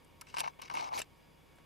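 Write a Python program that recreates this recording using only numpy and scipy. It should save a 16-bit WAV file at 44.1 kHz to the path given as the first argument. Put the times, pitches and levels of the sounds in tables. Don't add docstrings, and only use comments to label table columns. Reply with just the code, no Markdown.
import sys
import numpy as np
from scipy import signal
from scipy.fft import rfft, irfft
from scipy.io import wavfile
from scipy.ndimage import uniform_filter1d

SR = 44100
rng = np.random.default_rng(int(sys.argv[2]) if len(sys.argv) > 2 else 0)


def ratio(d):
    e = np.asarray(d, float) / 20
    return 10 ** e


def materialize(psi):
    bounded = np.clip(np.atleast_2d(psi).T, -1, 1)
    quanta = np.round(bounded * 32767).astype(np.int16)
    wavfile.write(sys.argv[1], SR, quanta)


N = 72765
TILT_HZ = 3000


def read(points, hz):
    f, value = np.transpose(points)
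    return np.interp(np.log(hz + 1), np.log(f + 1), value)


def evened(x):
    return x / np.sqrt(np.mean(x ** 2) + 1e-20)


def peaked(x, db):
    return ratio(db) * x / np.sqrt(2 * uniform_filter1d(x ** 2, size=30).max())


def add(mix, s, sound):
    part = mix[round(s * SR):][:len(sound)]
    part += sound[:len(part)]


def band(x, low_hz, high_hz, order=2):
    return signal.sosfilt(signal.butter(order, [low_hz, high_hz], "band", fs=SR, output="sos"), x)


def smoothed_noise(shape, size):
    once = uniform_filter1d(rng.standard_normal(shape), size=size)
    return evened(uniform_filter1d(once, size=size))


def shifting(x):
    shift_s = .002
    return x * smoothed_noise(N, round(shift_s * SR))


def rings(modes, size=3000):
    hz, db, t60_s = np.transpose(modes)[:, :, None]
    t = np.arange(size) / SR
    return ratio(db - 60 * t / t60_s) * np.sin(2 * np.pi * hz * t)


def ringing(x, hz, t60_s):
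    turn = np.exp(2j * np.pi * np.cumsum(hz * np.ones(len(x))) / SR)
    smooth = signal.lfilter([1], [1, -ratio(-60 / t60_s / SR)], x / turn + 1e-18)
    return (turn * smooth).real


def grains():
    grains_per_s, spread_db = 6000, 2.0
    size = ratio(spread_db * np.minimum(rng.exponential(1, N), 5))
    return size * rng.choice([-1, 1], N) * (rng.random(N) < grains_per_s / SR)


# frequency in Hz, relative density in dB per Hz.
HISS_COLOUR = [(15, -53), (35, -30), (65, -19), (85, 1), (120, -2), (200, -3), (520, -5.5), (620, -10),
               (1000, -10), (1370, -16.5), (2000, -19), (2300, -13.5), (2700, -18.5), (3400, -18.5),
               (4300, -25.5), (4850, -24), (5500, -27), (9000, -30.5), (11000, -28), (14000, -31),
               (16000, -34)]
# frequency in Hz, correlation from 0 to 1.
HISS_LIKENESS = [(60, 0.19), (130, 0), (290, 0.063), (640, 0.12), (1410, 0.42), (3100, 0.71), (6820, 0.98),
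                 (15000, 0.952)]
# frequency in Hz, level in dB rms before wavering.
HUM_LINES = [(25, -81.5), (49.5, -74), (83.5, -74.5), (150.5, -72.5), (556, -86.5), (930, -80),
             (1115, -82.5), (1674, -86.5), (1825, -86.5), (2230, -81), (2880, -85.5), (3418, -87),
             (4883, -87)]


def room():
    hiss_db_rms = -63
    waver, wander = .5, .0012
    frames, hz = N // 1024 + 5, np.fft.rfftfreq(4096, 1 / SR)
    a, b, c, d = rng.standard_normal((frames, 2049, 4)).T
    same = np.clip(read(HISS_LIKENESS, hz), -1, 1)[:, None]
    left = a + 1j * b
    right = same * left + np.sqrt(1 - same ** 2) * (c + 1j * d)
    spectra = np.array([left, right]) * ratio(read(HISS_COLOUR, hz))[:, None]
    hiss = signal.istft(spectra, nperseg=4096, noverlap=3072)[1][:, :N]
    out = ratio(hiss_db_rms) * evened(hiss)
    for line_hz, db in HUM_LINES:
        slow = smoothed_noise((2, N), 1500)
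        turns = np.cumsum(line_hz * (1 + wander * slow[0])) / SR + rng.random()
        swing = 1 + waver * min(line_hz / 400, 1) * slow[1]
        out = out + ratio(db) * np.sqrt(2) * swing * np.sin(2 * np.pi * turns)
    return out


# start in seconds, peak level in dB, centre in Hz, decay constant in seconds.
FAR_TICKS = [(0.047, -57, 9300, 0.0031), (0.043, -70, 20000, 0.0033), (1.585, -55, 934, 0.0046),
             (1.556, -67, 9200, 0.015)]


def ticks():
    out = np.zeros(N)
    for s, db, hz, decay_s in FAR_TICKS:
        t = np.arange(0, 3 * decay_s, 1 / SR)
        noise = uniform_filter1d(rng.standard_normal(2000), size=12)[:len(t)]
        puff = noise * np.sin(2 * np.pi * hz * t)
        add(out, s, peaked(puff * np.exp(-t / decay_s), db))
    return out


# start in seconds, end in seconds, start level in dB,
# end level in dB, treble edge in Hz, case shake in dB relative to the stroke.
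RUB_STROKES = [(0.2132, 0.233, -48.5, -81, 12900, 3.5), (0.266, 0.351, -60.5, -66.5, 8200, -2.5),
               (0.34, 0.363, -46.5, -66.5, 8300, 4), (0.362, 0.386, -55, -46.5, 8960, 6),
               (.385, 0.417, -45.5, -46.5, 13500, 5), (0.418, 0.427, -57, -63, 6500, 6),
               (0.43, 0.471, -54, -55, 6140, 11), (0.472, 0.513, -58, -70, 6500, 11.5),
               (0.589, 0.605, -51.5, -60, 3570, 2), (0.615, 0.69, -52.5, -66, 6500, 5.5),
               (0.696, 0.735, -55, -55, 6030, 12.5), (0.737, 0.794, -49.5, -49.5, 6910, 12.5),
               (0.795, 0.89, -48.5, -55, 6800, 12.5), (0.89, 0.939, -69.5, -57, 6500, 21),
               (0.936, 0.976, -54, -50.5, 7060, 16), (.977, 1.013, -40, -52, 13500, 2.5),
               (1.014, 1.049, -47, -72.5, 9300, -4)]


def strokes():
    fade_s = 0.0044
    t, level, edge_hz, case_db = np.arange(N) / SR, np.zeros(N), np.ones(N), np.zeros(N)
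    for start, end, db0, db1, edge, shake_db in RUB_STROKES:
        ramp = np.minimum(4 * (t - start), end - t + fade_s / 2) / fade_s
        level += ratio(np.interp(t, [start, end], [db0, db1])) * np.clip(ramp, 0, 1)
        edge_hz[t > start - fade_s] = edge
        case_db[t > start] = shake_db
    return level, edge_hz, case_db


def rumble(level, case_db):
    low_hz, width_hz, rumble_db = 82, 580, -11.5
    shake = rng.standard_normal((2, N)) * level * ratio(case_db / 2 + rumble_db)
    return band(shake * np.sqrt(SR / 2 / width_hz), low_hz, low_hz + width_hz)


# frequency in Hz, relative level in dB, t60 in seconds.
CHASSIS_MODES = [(1290, -11.5, 0.019), (1566, -11, 0.034), (1770, -10.5, 0.022), (2210, 0, 0.021),
                 (2692, 4, 0.0091), (2970, 2.5, 0.0076), (3873, 1.5, 0.0069), (4330, -1, 0.0075),
                 (4823, -3, 0.014), (5430, 0.5, 0.0073), (5920, -3.5, 0.0086), (6500, -4.5, 0.005),
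                 (7630, -3.5, 0.005), (8180, -5, 0.0049), (9855, -2, 0.0046), (11370, -10, 0.0067),
                 (13000, -8, 0.0036)]
CHASSIS_HZ = np.array(CHASSIS_MODES)[:, 0]


def chassis_rub(level, edge_hz):
    slips_per_s, slip_s, slip_depth = 250, .0012, .75
    tilt_db_per_octave, edge_db_per_octave, above_edge_db = 1, -42, -16
    slips = (rng.random(N) < slips_per_s / SR) * rng.exponential(1, N)
    slip_decay = np.exp(-np.arange(400) / SR / slip_s)
    bursts = evened(1 + slip_depth * evened(np.convolve(slips, slip_decay)[:N]))
    drives = [evened(grains()) * bursts * level for _ in range(5)]
    ring, out = rings(CHASSIS_MODES), np.zeros(N)
    for k, hz in enumerate(CHASSIS_HZ):
        treble_db = np.clip(edge_db_per_octave * np.log2(hz / edge_hz), above_edge_db, 0)
        lean_db = tilt_db_per_octave * np.log2(hz / TILT_HZ) + treble_db
        out += signal.oaconvolve(drives[k % 5] * ratio(lean_db), ring[k])[:N] / np.linalg.norm(ring)
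    return band(out, 860, 22000)


# start in seconds, end in seconds, start frequency in Hz,
# end frequency in Hz, level in dB rms before the swell.
WHISTLE_GLIDES = [(.925, .975, 2020, 2540, -52.5), (.935, .972, 4150, 4900, -49),
                  (.94, .972, 5800, 7000, -53.5), (0.94, 0.987, 13100, 13100, -61)]


def whistles():
    t60_s = .005
    t, out = np.arange(N) / SR, np.zeros(N)
    for start, end, hz0, hz1, db in WHISTLE_GLIDES:
        swell = np.sin(np.pi * np.clip((t - start) / (end - start), 0, 1)) ** .5
        song = ringing(grains(), np.interp(t, [start, end], [hz0, hz1]), t60_s)
        out += ratio(db) * swell * evened(song)
    return out


# time in seconds, frequency in Hz.
CASE_GLIDE = [(.34, 986), (.39, 990), (.412, 883), (.46, 914), (.478, 950), (.6, 903), (.7, 990),
              (.75, 936), (.78, 980), (.83, 865), (.97, 866), (.985, 664)]


def case_hz(t):
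    return np.interp(t, *np.transpose(CASE_GLIDE))


# multiple of the main mode, relative level in dB, t60 in seconds.
CASE_MODES = [(.85, 4, 0.018), (1, 14, 0.034), (1.14, 9, 0.032), (1.28, 3, 0.022)]


def case_modes_at(main_hz):
    return np.array(CASE_MODES) * [main_hz, 1, 1]


def case_shake(level, case_db):
    drive = evened(grains()) * level * ratio(case_db)
    main_hz = case_hz(np.arange(N) / SR)
    out = sum(ratio(db) * ringing(drive, k * main_hz, t60_s) for k, db, t60_s in CASE_MODES)
    return out / np.linalg.norm(rings(case_modes_at(main_hz[0])))


# start in seconds, peak level in dB before the case band-pass,
# push length in ms (at least 0.3 is used).
CASE_JOLTS = [(0.3406, -29, 2.1), (0.3463, -32, 1.57), (0.3676, -24, 0.89), (0.372, -23.5, 1.7),
              (0.3817, -22, 2.8), (0.3943, -34, 0.9), (0.404, -19.5, 1.35), (0.4139, -25.5, 1.5),
              (0.437, -29.5, 1.7), (0.4425, -23, 2.3), (0.4539, -31, 1.5), (0.4628, -22.5, 0.79),
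              (0.476, -20.5, 2.7), (0.594, -35, 3.3), (0.6998, -29.5, 1.4), (0.705, -34, 1.7),
              (0.7165, -31, 1.7), (0.7392, -28, 2.5), (0.7511, -31, 1.4), (0.7709, -23, 2.2),
              (0.7771, -35, 0.92), (0.7935, -29, 1.3), (0.798, -25, 0.74), (0.8068, -34, 1.3),
              (0.9084, -46, 1.6), (0.9193, -29.5, 2.1), (0.9283, -24, 0.82), (0.9841, -33, 0.64),
              (0.9929, -29, 1.4), (0.9993, -27.5, 0.72)]


def jolts():
    scatter_db = 2.5
    out = np.zeros(N)
    for s, db, push_ms in CASE_JOLTS:
        t, main_hz = np.arange(0, max(push_ms, .3) / 1000, 1 / SR), case_hz(s)
        share = ratio(scatter_db * rng.standard_normal(len(CASE_MODES)))
        push = np.sin(np.pi * t / t[-1]) * np.sin(2 * np.pi * main_hz * t + rng.standard_normal())
        add(out, s, peaked(np.convolve(push, share @ rings(case_modes_at(main_hz))), db))
    return out


# frequency in Hz, relative level in dB, t60 in seconds.
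LEVER_MODES = [(1800, -9, .012), (2750, 3, .009), (3710, -9, .018), (5190, -8, .007), (6120, -3, .008),
               (7500, -2, .009), (10300, -6, .004)]
# start in seconds, peak level in dB of the first blow, tilt in dB per octave.
LEVER_SNAPS = [(.9915, -31, 14), (1.0175, -29, 2)]


def snaps():
    bounce_s, bounce_db = .0011, -1
    out, ring = np.zeros(N), rings(LEVER_MODES)
    octaves = np.log2(np.array(LEVER_MODES)[:, 0] / TILT_HZ)
    for s, db, tilt_db in LEVER_SNAPS:
        share = ratio(tilt_db * octaves + rng.standard_normal(len(LEVER_MODES)))
        blow = peaked(share @ ring, db)
        add(out, s, blow)
        add(out, s + bounce_s, ratio(bounce_db) * blow)
    return out


# start in seconds, peak level in dB, tilt in dB per octave,
# contact time scale in ms (the push is strongest at half of it).
TOOTH_CLICKS = [(0.2115, -39.5, 4, 0.47), (0.2158, -44.5, 13, 0.3), (0.218, -49.5, -30, 2.7),
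                (0.2698, -49.5, -8, 0.29), (0.3398, -45.5, -17, 0.3), (0.343, -52, -9, 0.44),
                (0.367, -34, -12, 0.44), (0.3718, -34.5, -7.5, 1.3), (0.384, -32.5, 0, 0.28),
                (0.3859, -35, -11, 0.67), (0.391, -34, 4.5, 1.5), (0.3972, -32, 5, 0.31),
                (0.4043, -24.5, 3, 0.38), (0.4114, -42, -27, 1), (0.4214, -46, -6.5, 1.7),
                (0.4399, -36, -6, 0.64), (0.4429, -35.5, -13, 0.82), (0.4592, -40.5, -11.5, 0.54),
                (0.4748, -39, -4, 0.34), (0.4773, -38.5, -18, 0.85), (0.534, -57, -12, 0.95),
                (0.6191, -38.5, -1, 0.15), (0.6263, -48.5, -8, 0.44), (0.6476, -50, -7, 0.58),
                (0.6572, -46, -3.5, 0.42), (0.681, -48.5, -7, 0.68), (0.6995, -34.5, -6.5, 0.61),
                (0.7384, -41, 6, 0.39), (0.7511, -40.5, 5, 0.37), (0.7512, -35, -16, 1.26),
                (0.7703, -32, -8.5, 0.74), (0.7757, -39, -1, 0.15), (0.7855, -45, -6, 0.17),
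                (0.7922, -38, -8, 0.34), (0.7949, -39, -5, 1), (0.9181, -47, -4.5, 0.5),
                (0.927, -48, -4.5, 0.5), (0.9333, -61, -5, 0.23), (0.938, -49, -5, 0.29),
                (0.944, -41, -7, 0.3), (0.976, -34, 1, 0.41), (0.9868, -36, -3, 0.46),
                (1.0015, -37.5, -12, 0.64)]


def clicks():
    scatter_db = 2.5
    out, ring, octaves = np.zeros(N), rings(CHASSIS_MODES), np.log2(CHASSIS_HZ / TILT_HZ)
    n = np.arange(300)
    signs = (-1) ** np.arange(len(ring))
    for s, db, tilt_db, contact_ms in TOOTH_CLICKS:
        share = ratio(tilt_db * octaves + scatter_db * rng.standard_normal(len(ring)))
        u = n / SR * 1000 / max(contact_ms, .05)
        push = rng.standard_normal(300) * u * np.exp(-2 * u)
        heard = abs(np.exp(-2j * np.pi * np.outer(CHASSIS_HZ, n) / SR) @ push)
        share = share / np.sqrt(heard + 1e-9)
        blow = np.convolve(push, share * signs @ ring)
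        add(out, s, peaked(band(blow, 1760, 14100), db))
    return out


def case_pair(case):
    left_db, right_db, loose_db = -.5, -4.3, -18
    case = band(case, 527, 1320)
    opposed = case * np.array([[ratio(left_db)], [-ratio(right_db)]])
    return ratio(loose_db) * shifting(case) + opposed


# frequency in Hz, left minus right in dB.
CHASSIS_BALANCE = [(1300, 2.0), (2400, 3.0), (4400, -.4), (8000, .6), (14000, 1.1)]


def pair(x):
    wide_db, room_db, room_t60_s = -13, -10, 0.025
    t = np.arange(6000) / SR
    tail = rng.standard_normal((2, 6000)) * ratio(-60 * t / room_t60_s) * (t > .002)
    taps = ratio(room_db) * tail / np.linalg.norm(tail[0])
    difference = ratio(wide_db) * shifting(x) * [[1], [-1]]
    both = x + difference + signal.oaconvolve(x[None], taps, axes=1)[:, :N]
    half_db = read(CHASSIS_BALANCE, np.fft.rfftfreq(N, 1 / SR)) / 2
    return irfft(rfft(both, axis=1) * ratio(np.array([half_db, -half_db])), N, axis=1)


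def scene():
    level, edge_hz, case_db = strokes()
    rub = chassis_rub(level, edge_hz)
    case = case_shake(level, case_db)
    low = rumble(level, case_db)
    shaken = case_pair(case + jolts())
    mechanism = rub + whistles() + clicks() + snaps() + ticks()
    return pair(mechanism) + shaken + low + room()


def top_cut(x):
    return signal.sosfilt(signal.butter(12, 15900, fs=SR, output="sos"), x)


def record(dry):
    mic_top_hz = 15000
    soft = signal.sosfilt(signal.butter(6, mic_top_hz, fs=SR, output="sos"), dry)
    return top_cut(soft)


dry = scene()
out = record(dry)
materialize(out)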